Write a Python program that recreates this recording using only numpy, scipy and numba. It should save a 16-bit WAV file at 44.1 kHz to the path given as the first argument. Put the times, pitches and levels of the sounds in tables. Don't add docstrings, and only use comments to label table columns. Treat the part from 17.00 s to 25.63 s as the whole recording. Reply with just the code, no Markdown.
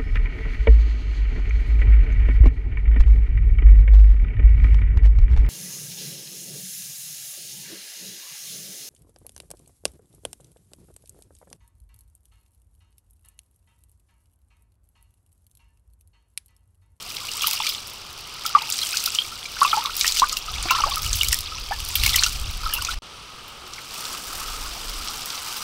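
import sys
import numpy as np
from scipy import signal
from scipy.fft import rfft, irfft
from scipy.io import wavfile
from scipy.ndimage import uniform_filter1d
from numba import njit

SR = 44100
rng = np.random.default_rng(int(sys.argv[2]) if len(sys.argv) > 2 else 0)


def inscribe(sig):
    pcm = np.round(np.clip(np.atleast_2d(sig).T, -1, 1) * 32767)
    wavfile.write(sys.argv[1], SR, pcm.astype(np.int16))


N = 380571

# start in seconds, end in seconds.
CUT_S = (5.9886, 6.0206)
CUT_START_S, CUT_END_S = CUT_S

# frequency in Hz, relative level in dB per Hz.
AIR_SPECTRUM = [(25, 11.5), (60, 13), (110, 12), (200, 4), (500, 5.5), (1500, -6), (3000, -4),
                (5000, -13.5), (9000, -7.5), (15000, -24)]
AIR_DB = -42.5
# frequency in Hz, gain in dB.
HOUSING = [(90, -18.5), (200, -16.5), (630, -17), (1050, -8.5), (1280, -1.5), (1480, -9), (1800, -14),
           (2900, -4), (4050, -3.5), (4800, 0), (5800, -3.5), (6800, -13.5), (10300, -17.5), (15500, -19)]
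# full level from in seconds, held in seconds, 10 dB rise in seconds,
# 10 dB fall in seconds, level in dB.
DRONE = (7, 1.1, 0.1, 0.3, -51)

# full level from in seconds, held in seconds, 10 dB rise in seconds,
# rumble in dB, flutter over rumble in dB. Signs of the times are ignored.
GUSTS = [(3.24, .02, 0.35, -38.5, -11.5), (3.5, .58, -0.1, -40, 1.5), (4.16, 0.14, -0.26, -32, -0.5),
         (4.45, .5, 0.5, -42.5, -0.5), (5.08, 0.041, 0.15, -29.5, 1.5), (5.42, 0.041, 0.08, -27.5, -1.5),
         (5.66, 0.33, -1.1, -32.5, -9.5), (7.55, .1, 0.23, -35, -18), (7.97, 0.11, 0.3, -35, -20)]
GUST_FALL_S = 0.084
# rumble in dB, flutter over rumble in dB.
BREEZE = (-61.5, 0.85)

# start in seconds, end in seconds, pitch in Hz, peak in dB.
CRICKET = (6.135, 6.235, 9550, -53)

# pitch in Hz, level over the knock in dB, free 60 dB decay in seconds.
BOWL_MODES = [(345, -4, .08), (735, 0, .05), (1045, -5, .8)]
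# time in seconds, level in dB, longest 60 dB decay under the hand in seconds.
KNOCKS = [(3.2214, -35, 0.89), (3.656, -24, .06)]

# time in seconds, body peak in dB, nominal pitch in Hz,
# bright spit over body peak in dB.
SMACKS = [(0.102, -21, 4170, -14), (0.1675, -16, 4400, -27), (0.316, -16, 6200, -28),
          (0.42, -11.5, 5670, -4), (0.471, -8.5, 4160, 3), (0.5324, -13.5, 4740, 1.5),
          (0.667, -9, 4460, -23), (0.691, -12.5, 4810, -3), (0.7484, -15.5, 4320, -23),
          (1.4516, -23, 7400, -9), (1.4628, -11.5, 4680, -6), (1.7233, -8.5, 6560, -10),
          (1.789, -10, 4400, -17), (1.869, -17, 7100, -20), (1.9706, -6, 5270, -11),
          (2.0028, -14.5, 5700, -14), (2.06, -7, 4620, -3), (2.149, -10.5, 5670, -10),
          (2.459, -19.5, 4700, -17.5), (2.632, -11.5, 7960, -23), (2.8581, -10.5, 3470, -18),
          (2.967, -16, 5040, 2.5), (2.995, -17, 4720, 2), (3.011, -4.5, 4900, -27), (3.068, -12, 5500, -13),
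          (3.0778, -5, 5600, -5), (3.1124, -25, 5340, -26), (3.122, -8.5, 5760, -9),
          (3.1697, -11, 3850, -19), (3.197, -4, 5200, -19), (3.295, -12, 4470, -23),
          (3.3274, -11.5, 6270, -13), (3.37, -10, 5160, -8), (3.6267, -15.5, 7600, -14.5),
          (3.686, -17, 2700, -20), (3.7092, -10, 4930, -2.5), (4.02, -18, 4800, 1), (4.0624, -30, 6410, -5),
          (4.13, -8, 5760, -24), (4.157, -20, 4580, 5), (4.2455, -13.5, 8150, -1),
          (4.328, -4.5, 6140, -24.5), (4.9553, -9, 3580, 7), (5.036, -6, 3480, -5), (5.045, -16, 3830, -14),
          (5.063, -6, 5070, -0.5), (5.0926, -10, 4090, -14), (5.1617, -5, 6150, -6),
          (5.2355, -2, 5260, -22), (5.2638, -7.5, 5000, -8), (5.7375, -15, 4770, 7),
          (5.849, -11, 5130, -27), (6.4804, -30.5, 3580, -2), (6.6662, -28.5, 3590, -21),
          (6.7351, -22.5, 5060, -21), (7.0527, -17, 5130, -21), (8.023, -20, 4200, -20),
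          (8.0747, -18, 4330, -24), (8.084, -15, 4870, -20), (8.219, -18.5, 4700, -20),
          (8.2585, -19, 5640, 1), (8.303, -17.5, 4500, -15), (8.355, -18, 4800, -15),
          (8.377, -22, 3300, -15), (8.5679, -22.5, 5030, 4)]
# start in seconds, start pitch in Hz, pitch ratio after one length, length in ms,
# nominal peak as heard in dB.
BUBBLES = [(0.289, 2820, 1.02, 2.3, -20.5), (0.4096, 3400, 0.93, 2.6, -17.5), (0.435, 3030, 0.84, 2.5, -13),
           (0.442, 1264, 0.97, 2.9, -13.5), (0.4666, 3010, 1.02, 9.7, -19), (0.479, 960, 0.94, 8, -29.5),
           (0.573, 2800, 1.02, 2.8, -19.5), (0.6025, 996, 0.88, 4.7, -21), (0.668, 2300, 1.04, 4.8, -21.5),
           (1.4534, 1360, 0.99, 5, -21), (1.55, 1185, 0.99, 6.8, -2.5), (1.5664, 796, 1.24, 10.7, -22.5),
           (1.5863, 3010, 0.97, 3, -19.5), (1.617, 868, 1.06, 13, -30.5), (1.8162, 3860, 1.1, 4.4, -18),
           (1.8307, 3170, 1.03, 3.7, -15.5), (1.94, 1434, 1.16, 8.4, -28), (2.075, 1330, 1.07, 4.6, -21.5),
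           (2.155, 2760, 1.08, 4.4, -20.5), (2.187, 3020, 1.06, 3, -5.5), (2.219, 3360, 0.96, 3.3, -19),
           (2.32, 1260, 1.1, 9.1, -30), (2.455, 2340, 1, 3.8, -27), (2.567, 1350, 1.2, 5.1, -28),
           (2.6162, 1007, 1.11, 6, -7.5), (2.629, 1310, 1.02, 2.7, -6.5), (2.637, 1345, 1.04, 5.8, -25),
           (2.648, 2750, 0.93, 7.5, -15), (2.649, 1070, 1, 4.5, -10.5), (2.658, 1146, 1.04, 12, -22),
           (2.7166, 3350, 0.97, 2.3, -15), (2.7298, 1285, 1.03, 4.8, -7), (2.7335, 821, 1.12, 18.5, -22.5),
           (2.735, 2280, 1.1, 6.2, -24), (2.771, 822, 1.11, 17.5, -17.5), (2.821, 1200, 1.07, 4.5, -24),
           (2.851, 1200, 0.92, 5, -20), (2.868, 940, 1.23, 7.5, -27.5), (2.896, 1290, 1.12, 4, -23),
           (3.0455, 1850, 1.01, 3, -14.5), (3.2194, 941, 1.18, 11.8, -9), (3.241, 1580, 0.94, 2.8, -16.5),
           (3.326, 1274, 0.98, 9, -24.5), (3.3687, 2760, 0.99, 2.8, -17.5), (3.482, 1290, 0.97, 6.4, -22.5),
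           (3.6855, 1450, 1.3, 6.5, -26), (3.6973, 2550, 0.88, 5.3, -16.5),
           (3.7064, 2710, 1.01, 4.6, -10.5), (3.7072, 1280, 1.09, 7, -11), (3.7073, 992, 1.06, 13.5, -15.5),
           (3.728, 1310, 1.04, 23, -23), (3.748, 965, 1.2, 9.4, -21), (3.7578, 1190, 1.07, 9.8, -18.5),
           (3.784, 1000, 1.01, 8, -23), (3.788, 1360, 0.97, 9.4, -19), (3.8028, 870, 1.05, 6.2, -21),
           (3.805, 1250, 0.98, 4.9, -18), (3.8371, 1190, 0.93, 4.6, -8), (3.862, 516, 1.36, 20, -29.5),
           (3.864, 803, 1.15, 13.7, -25), (3.918, 1045, 1.07, 6.5, -23.5), (3.969, 1316, 0.94, 9.3, -18),
           (4.0638, 2940, 1.0, 4.6, -19.5), (4.2112, 3120, 0.92, 2.6, -6.5), (4.2124, 3430, 1.09, 5.4, -17),
           (4.2326, 2340, 0.97, 2.4, -15), (4.3235, 2930, 0.84, 5.2, -19.5),
           (4.3305, 1840, 1.03, 3.4, -17.5), (4.519, 1325, 0.97, 5.5, -24.5),
           (4.7097, 703, 1.23, 11.4, -20.5), (4.7216, 1630, 1.08, 8.2, -22), (4.9537, 3670, 0.91, 3.9, -16),
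           (5.061, 2274, 0.96, 4.8, -14), (5.1437, 2050, 0.95, 7.3, -17), (5.1574, 3090, 0.99, 4.8, -11.5),
           (5.1825, 2120, 1.16, 2.7, -16), (5.1882, 4300, 0.96, 4.7, -15.5),
           (5.2255, 1691, 0.99, 1.9, -16.5), (5.235, 3220, 0.95, 1.8, -14), (5.241, 2590, 1.07, 2.8, -12),
           (5.262, 1355, 1.06, 8.5, -21.5), (5.6607, 1375, 0.93, 8.5, -18), (5.698, 1310, 0.97, 8, -32),
           (5.728, 2900, 1.03, 4, -20), (5.738, 3040, 0.91, 4.4, -18.5), (5.765, 2650, 1.05, 8.2, -21),
           (5.788, 1480, 0.99, 7, -28), (5.82, 1160, 0.83, 7.9, -30), (5.868, 2420, 1.07, 8, -25),
           (5.8863, 1327, 1.1, 12, -21.5), (5.9116, 3880, 1.03, 4.8, -24), (6.64, 400, 0.92, 23, -43.5),
           (6.781, 2440, 0.7, 9.2, -34)]
BUBBLE_ROUGH = 0.16
ECHO_DB, ECHO_T60_S = -12.5, 0.087

# full level from in seconds, held in seconds,
# 10 dB rise in seconds, 10 dB fall in seconds, fizz in dB, spray over fizz in dB, gurgle in dB.
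SWISHES = [(0.16, 0.24, 3, 0.8, -42.5, 2, -55), (0.45, 0.035, -0.17, 0.13, -29, -3, -40),
           (0.6, 0.092, -0.2, 0.12, -31, -5.5, -51), (1.46, 0.01, 0.25, -0.6, -37, -12, -45),
           (1.58, .03, -0.2, 0.7, -37, -24, -44.5), (1.74, 0.19, 0.07, -0.11, -33, 1.5, -48),
           (1.96, 0.11, -0.08, 0.37, -32, -1.5, -59), (2.62, 0.14, 0.07, 0.17, -30, -6.5, -37),
           (3.0, 0.074, 0.07, 0.12, -27.5, -2.5, -49), (3.179, 0.022, -0.04, 0, -23, 0, -50),
           (3.25, 0.085, 0.33, 0.16, -35, -7, -46), (3.489, 0.011, 0, -0.4, -36.5, -9.5, -48),
           (3.703, 0.09, -0.15, 0.16, -27.5, -17, -35.5), (3.8, 0.15, -0.44, 0.24, -38, 0, -38),
           (4.03, 0.32, 0, 0.05, -33, 1, -60), (4.4, 0.14, 1.3, 0.9, -37.5, -11.5, -51),
           (5.04, 0.17, 0.18, 0.16, -26, -2, -38.5), (5.731, 0.055, 0.26, 0, -36.5, -15, -39),
           (5.85, 0.094, 0.45, 0, -34.5, -4.5, -41)]
# fizz in dB, spray over fizz in dB, gurgle in dB.
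SETTLING = (-43.5, -11, -50.5)
# time in seconds, fizz in dB, spray over fizz in dB,
# gurgle in dB.
POUR = [(6.02, -54, -8, -50), (6.63, -58.5, 4, -45.5), (6.76, -45, -3, -44.5), (6.87, -43, -4, -49),
        (6.91, -39, -1, -42), (7.13, -36.5, -0.5, -36.5), (7.22, -41.5, 2, -41.5),
        (7.38, -38.5, 1.5, -35.5), (7.67, -38.5, -2, -40), (8.62, -37, -0.5, -38)]
GRIT = (0.67, 1, 0.58)
FIZZ_LIFT_DB = 0.5
POUR_BUBBLES_DB = -3.5

EDGE_HZ, TOP_HZ = 15750, 16750


def undb(db):
    return 10 ** (np.asarray(db) / 20)


def level(x, db):
    return x * undb(db) / np.sqrt(np.mean(x ** 2))


def band(x, lo_hz, hi_hz, order=2):
    return signal.sosfilt(signal.butter(order, [lo_hz, min(hi_hz, .45 * SR)], "band", fs=SR, output="sos"), x)


def read_spectrum(table, hz):
    at_hz, db = np.transpose(table)
    return np.interp(np.log(hz), np.log(at_hz), db)


def colour(x, table):
    size = 2048
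    hz = np.maximum(np.arange(size // 2 + 1), 1) * SR / size
    cepstrum = irfft(np.log(undb(read_spectrum(table, hz))))
    cepstrum[1:size // 2] *= 2
    cepstrum[size // 2 + 1:] = 0
    impulse = irfft(np.exp(rfft(cepstrum)))
    return signal.fftconvolve(x, impulse)[:N]


def swells(start, hold, rise, fall):
    t = np.arange(0, N, 32) / SR
    start = np.reshape(start, (-1, 1))
    hold, rise, fall = (np.reshape(np.abs(v), (-1, 1)) for v in (hold, rise, fall))
    before = (start - t) / rise
    after = (t - start - hold) / fall
    tens_of_db_down = np.maximum(np.maximum(before, after), 0)
    same_side = (start < CUT_END_S) == (t < CUT_END_S)
    return 10 ** -tens_of_db_down * same_side


def total_db(shapes, db, rest_db):
    power = undb(db) ** 2 @ shapes + undb(rest_db) ** 2
    return np.interp(np.arange(N), np.linspace(0, N, len(power)), 10 * np.log10(power))


def open_air():
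    noise = colour(rng.standard_normal(N), AIR_SPECTRUM)
    return level(colour(noise, HOUSING), AIR_DB)


def drone():
    *shape, db = DRONE
    noise = level(band(rng.standard_normal(N), 110, 540), 0)
    return undb(total_db(swells(*shape), [db], db - 30)) * noise


def gusts():
    start, hold, rise, rumble_db, flutter_db = np.transpose(GUSTS)
    shapes = swells(start, hold, rise, GUST_FALL_S)
    rumble = total_db(shapes, rumble_db, BREEZE[0])
    flutter = total_db(shapes, rumble_db + flutter_db, BREEZE[0] + BREEZE[1])
    return rumble, flutter - rumble


def wind(rumble_db, flutter_db):
    rumble, flutter, puffs = rng.standard_normal((3, N))
    puff_db = 2.2 * level(band(puffs, 3.2, 4.5, order=1), 0)
    eddies = level(band(rumble, 13.2, 44.0, order=3), 0)
    eddies += undb(flutter_db) * level(band(flutter, 39.7, 87.0), 0)
    return undb(rumble_db + puff_db) * eddies


def cricket():
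    start, end, hz, db = CRICKET
    t = np.arange(N) / SR
    throb = np.sin(np.pi * 38 * (t - start)) ** 2
    return undb(db) * ((t > start) & (t < end)) * throb * np.sin(2 * np.pi * hz * t)


def bowl(s, db, hand_t60):
    t = np.maximum(np.arange(N) / SR - s, 0)
    out = np.zeros(N)
    for hz, mode_db, free_t60 in BOWL_MODES:
        fade = undb(db + mode_db - 60 * t / min(free_t60, hand_t60))
        out += fade * np.sin(2 * np.pi * hz * t)
    return out


def smacks():
    size = 2048
    out = np.zeros(N)
    t = np.arange(size) / SR - .003
    swell = np.exp(np.minimum(t - .0006, 0) / 0.00062)
    tail = 0.16 * np.exp(-t / 0.011)
    body_fade = np.exp(-np.maximum(t, 0) / 0.0016)
    spit_fade = np.exp(-np.maximum(t, 0) / 0.00036)
    for s, db, hz, spit_db in SMACKS:
        noise = rng.standard_normal(size)
        body = band(noise, 0.7 * hz, 1.323 * hz) * swell * (body_fade + tail)
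        spit = band(noise, 10400, 16100) * swell * (spit_fade + tail)
        snap = body / np.abs(body).max() + undb(spit_db) * spit / np.abs(spit).max()
        i = int((s + t[0]) * SR)
        out[i:i + size] += undb(db) * snap[:N - i]
    return out


@njit
def ring(out, start, hz, ratio, length, gain, rise, fall):
    for k in range(len(start)):
        phase, i0 = 0., int(start[k])
        for i in range(min(int(length[k] * np.sqrt(6 / fall)), len(out) - i0)):
            u = i / length[k]
            phase += 2 * np.pi * hz[k] * ratio[k] ** min(u, 1.5) / SR
            attack = 1 - np.exp(-i / (rise * length[k]))
            out[i0 + i] += gain[k] * attack * np.exp(-fall * u * u) * np.sin(phase)
    return out


def bubbles():
    s, hz, ratio, ms, db = np.transpose(BUBBLES)
    gain = undb(db - read_spectrum(HOUSING, hz * np.sqrt(ratio)))
    shake = 1 + BUBBLE_ROUGH * level(band(rng.standard_normal(N), 65, 910), 0)
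    rings = ring(np.zeros(N), s * SR, hz, ratio, ms * SR / 1000, gain, 0.03, 0.51)
    return colour(shake * rings, HOUSING)


def scattered(x):
    t = np.arange(SR // 4) / SR
    tail = band(rng.standard_normal(len(t)), 690, 5800, order=1) * undb(-60 * t / ECHO_T60_S)
    return x + undb(ECHO_DB) * signal.fftconvolve(x, tail / np.linalg.norm(tail))[:N]


def lumps(when, loud, scatter_db):
    settling, stirred, poured = GRIT
    stir = np.sqrt(swells(*np.transpose(SWISHES)[:4]).max(axis=0))
    in_bowl = settling + (stirred - settling) * stir[(when * len(stir)).astype(int)]
    grit = np.where(when * N < CUT_START_S * SR, in_bowl, poured)
    return undb(grit * scatter_db * np.minimum(-np.log(1 - loud), 4.0))


def swarm(count, lo_hz, hi_hz, cycles, glide, scatter_db):
    when, size, last, loud = rng.random((count, 4)).T
    hz = lo_hz * (hi_hz / lo_hz) ** size
    length = cycles * (.5 + last) * SR / hz
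    air_gain = np.where(when * N < CUT_END_S * SR, 1, undb(POUR_BUBBLES_DB))
    gain = lumps(when, loud, scatter_db) * air_gain
    return ring(np.zeros(N), when * (N - 1), hz, 1 + glide * last, length, gain, 0.1, 0.59)


def bursts(count, ms, scatter_db):
    when, loud = rng.random((count, 2)).T
    hits = np.bincount((when * N).astype(int), lumps(when, loud, scatter_db) ** 2, N)
    keep = np.exp(-1000 / (ms * SR))
    power = signal.lfilter([1], [1, -2 * keep, keep ** 2], hits)
    return level(np.sqrt(power), 0)


def ticks(count, scatter_db):
    when, loud, sign = rng.random((count, 3)).T
    return np.bincount((when * N).astype(int), lumps(when, loud, scatter_db) * np.sign(sign - .5), N)


def heard(x):
    y, cut = colour(x, HOUSING), int(CUT_END_S * SR)
    return np.concatenate([level(y[:cut], 0), level(y[cut:], 0)])


def curves(table):
    s, *columns = np.transpose(table)
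    return [np.interp(np.arange(N) / SR, s, c) for c in columns]


def motion():
    start, hold, rise, fall, fizz_db, spray_db, gurgle_db = np.transpose(SWISHES)
    rest_fizz, rest_spray, rest_gurgle = SETTLING
    shapes = swells(start, hold, rise, fall)
    fizz = total_db(shapes, fizz_db, rest_fizz)
    spray = total_db(shapes, fizz_db + spray_db, rest_fizz + rest_spray) - fizz
    gurgle = total_db(shapes, gurgle_db, rest_gurgle)
    return np.where(np.arange(N) < CUT_END_S * SR, (fizz, spray, gurgle), curves(POUR))


def water(fizz_db, spray_db, gurgle_db):
    spatter = bursts(count=2600, ms=0.99, scatter_db=3.5)
    hiss = rng.standard_normal((4, N))

    fizz = level(swarm(count=9000, lo_hz=1945, hi_hz=7690, cycles=7.1, glide=0.15, scatter_db=5.0), -1.9)
    fizz += level(band(hiss[0], 1560, 6800) * (0.36 + spatter), -4)
    fizz += level(band(ticks(count=2400, scatter_db=4.0), 2300, 11000, order=1), -7.5)

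    fine = bursts(count=1500, ms=0.32, scatter_db=5.0)
    spiky = bursts(count=1500, ms=0.46, scatter_db=9.0)
    spray = band(hiss[1], 6800, 9170) * (0.65 + 0.32 * spatter + 0.85 * fine)
    spray += band(hiss[2], 8150, 16200) * (0.27 + 0.77 * spatter + 1.18 * spiky)

    gurgle = level(swarm(count=1800, lo_hz=659.0, hi_hz=1808, cycles=8.0, glide=0.154, scatter_db=4.0), 2.9)
    gurgle += level(band(hiss[3], 154, 2030) * (0.5 + 0.25 * spatter), 2.7)

    bright = heard(fizz) + undb(spray_db) * heard(spray)
    return undb(fizz_db + FIZZ_LIFT_DB) * bright + undb(gurgle_db) * heard(gurgle)


def scene():
    background = open_air() + drone() + wind(*gusts()) + cricket()
    metal = sum(bowl(*knock) for knock in KNOCKS)
    details = scattered(bubbles() + smacks())
    return (background + metal + details + water(*motion()))[None]


def record(dry):
    t = np.arange(N) / SR
    gate = np.where((t > CUT_START_S) & (t < CUT_END_S), undb(-38), 1)
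    gated = dry * uniform_filter1d(gate, size=64)
    stepped = signal.sosfilt(signal.ellip(8, .2, 24, EDGE_HZ, fs=SR, output="sos"), gated)
    return signal.sosfilt(signal.ellip(10, .2, 60, TOP_HZ, fs=SR, output="sos"), stepped)


dry = scene()
out = record(dry)
inscribe(out)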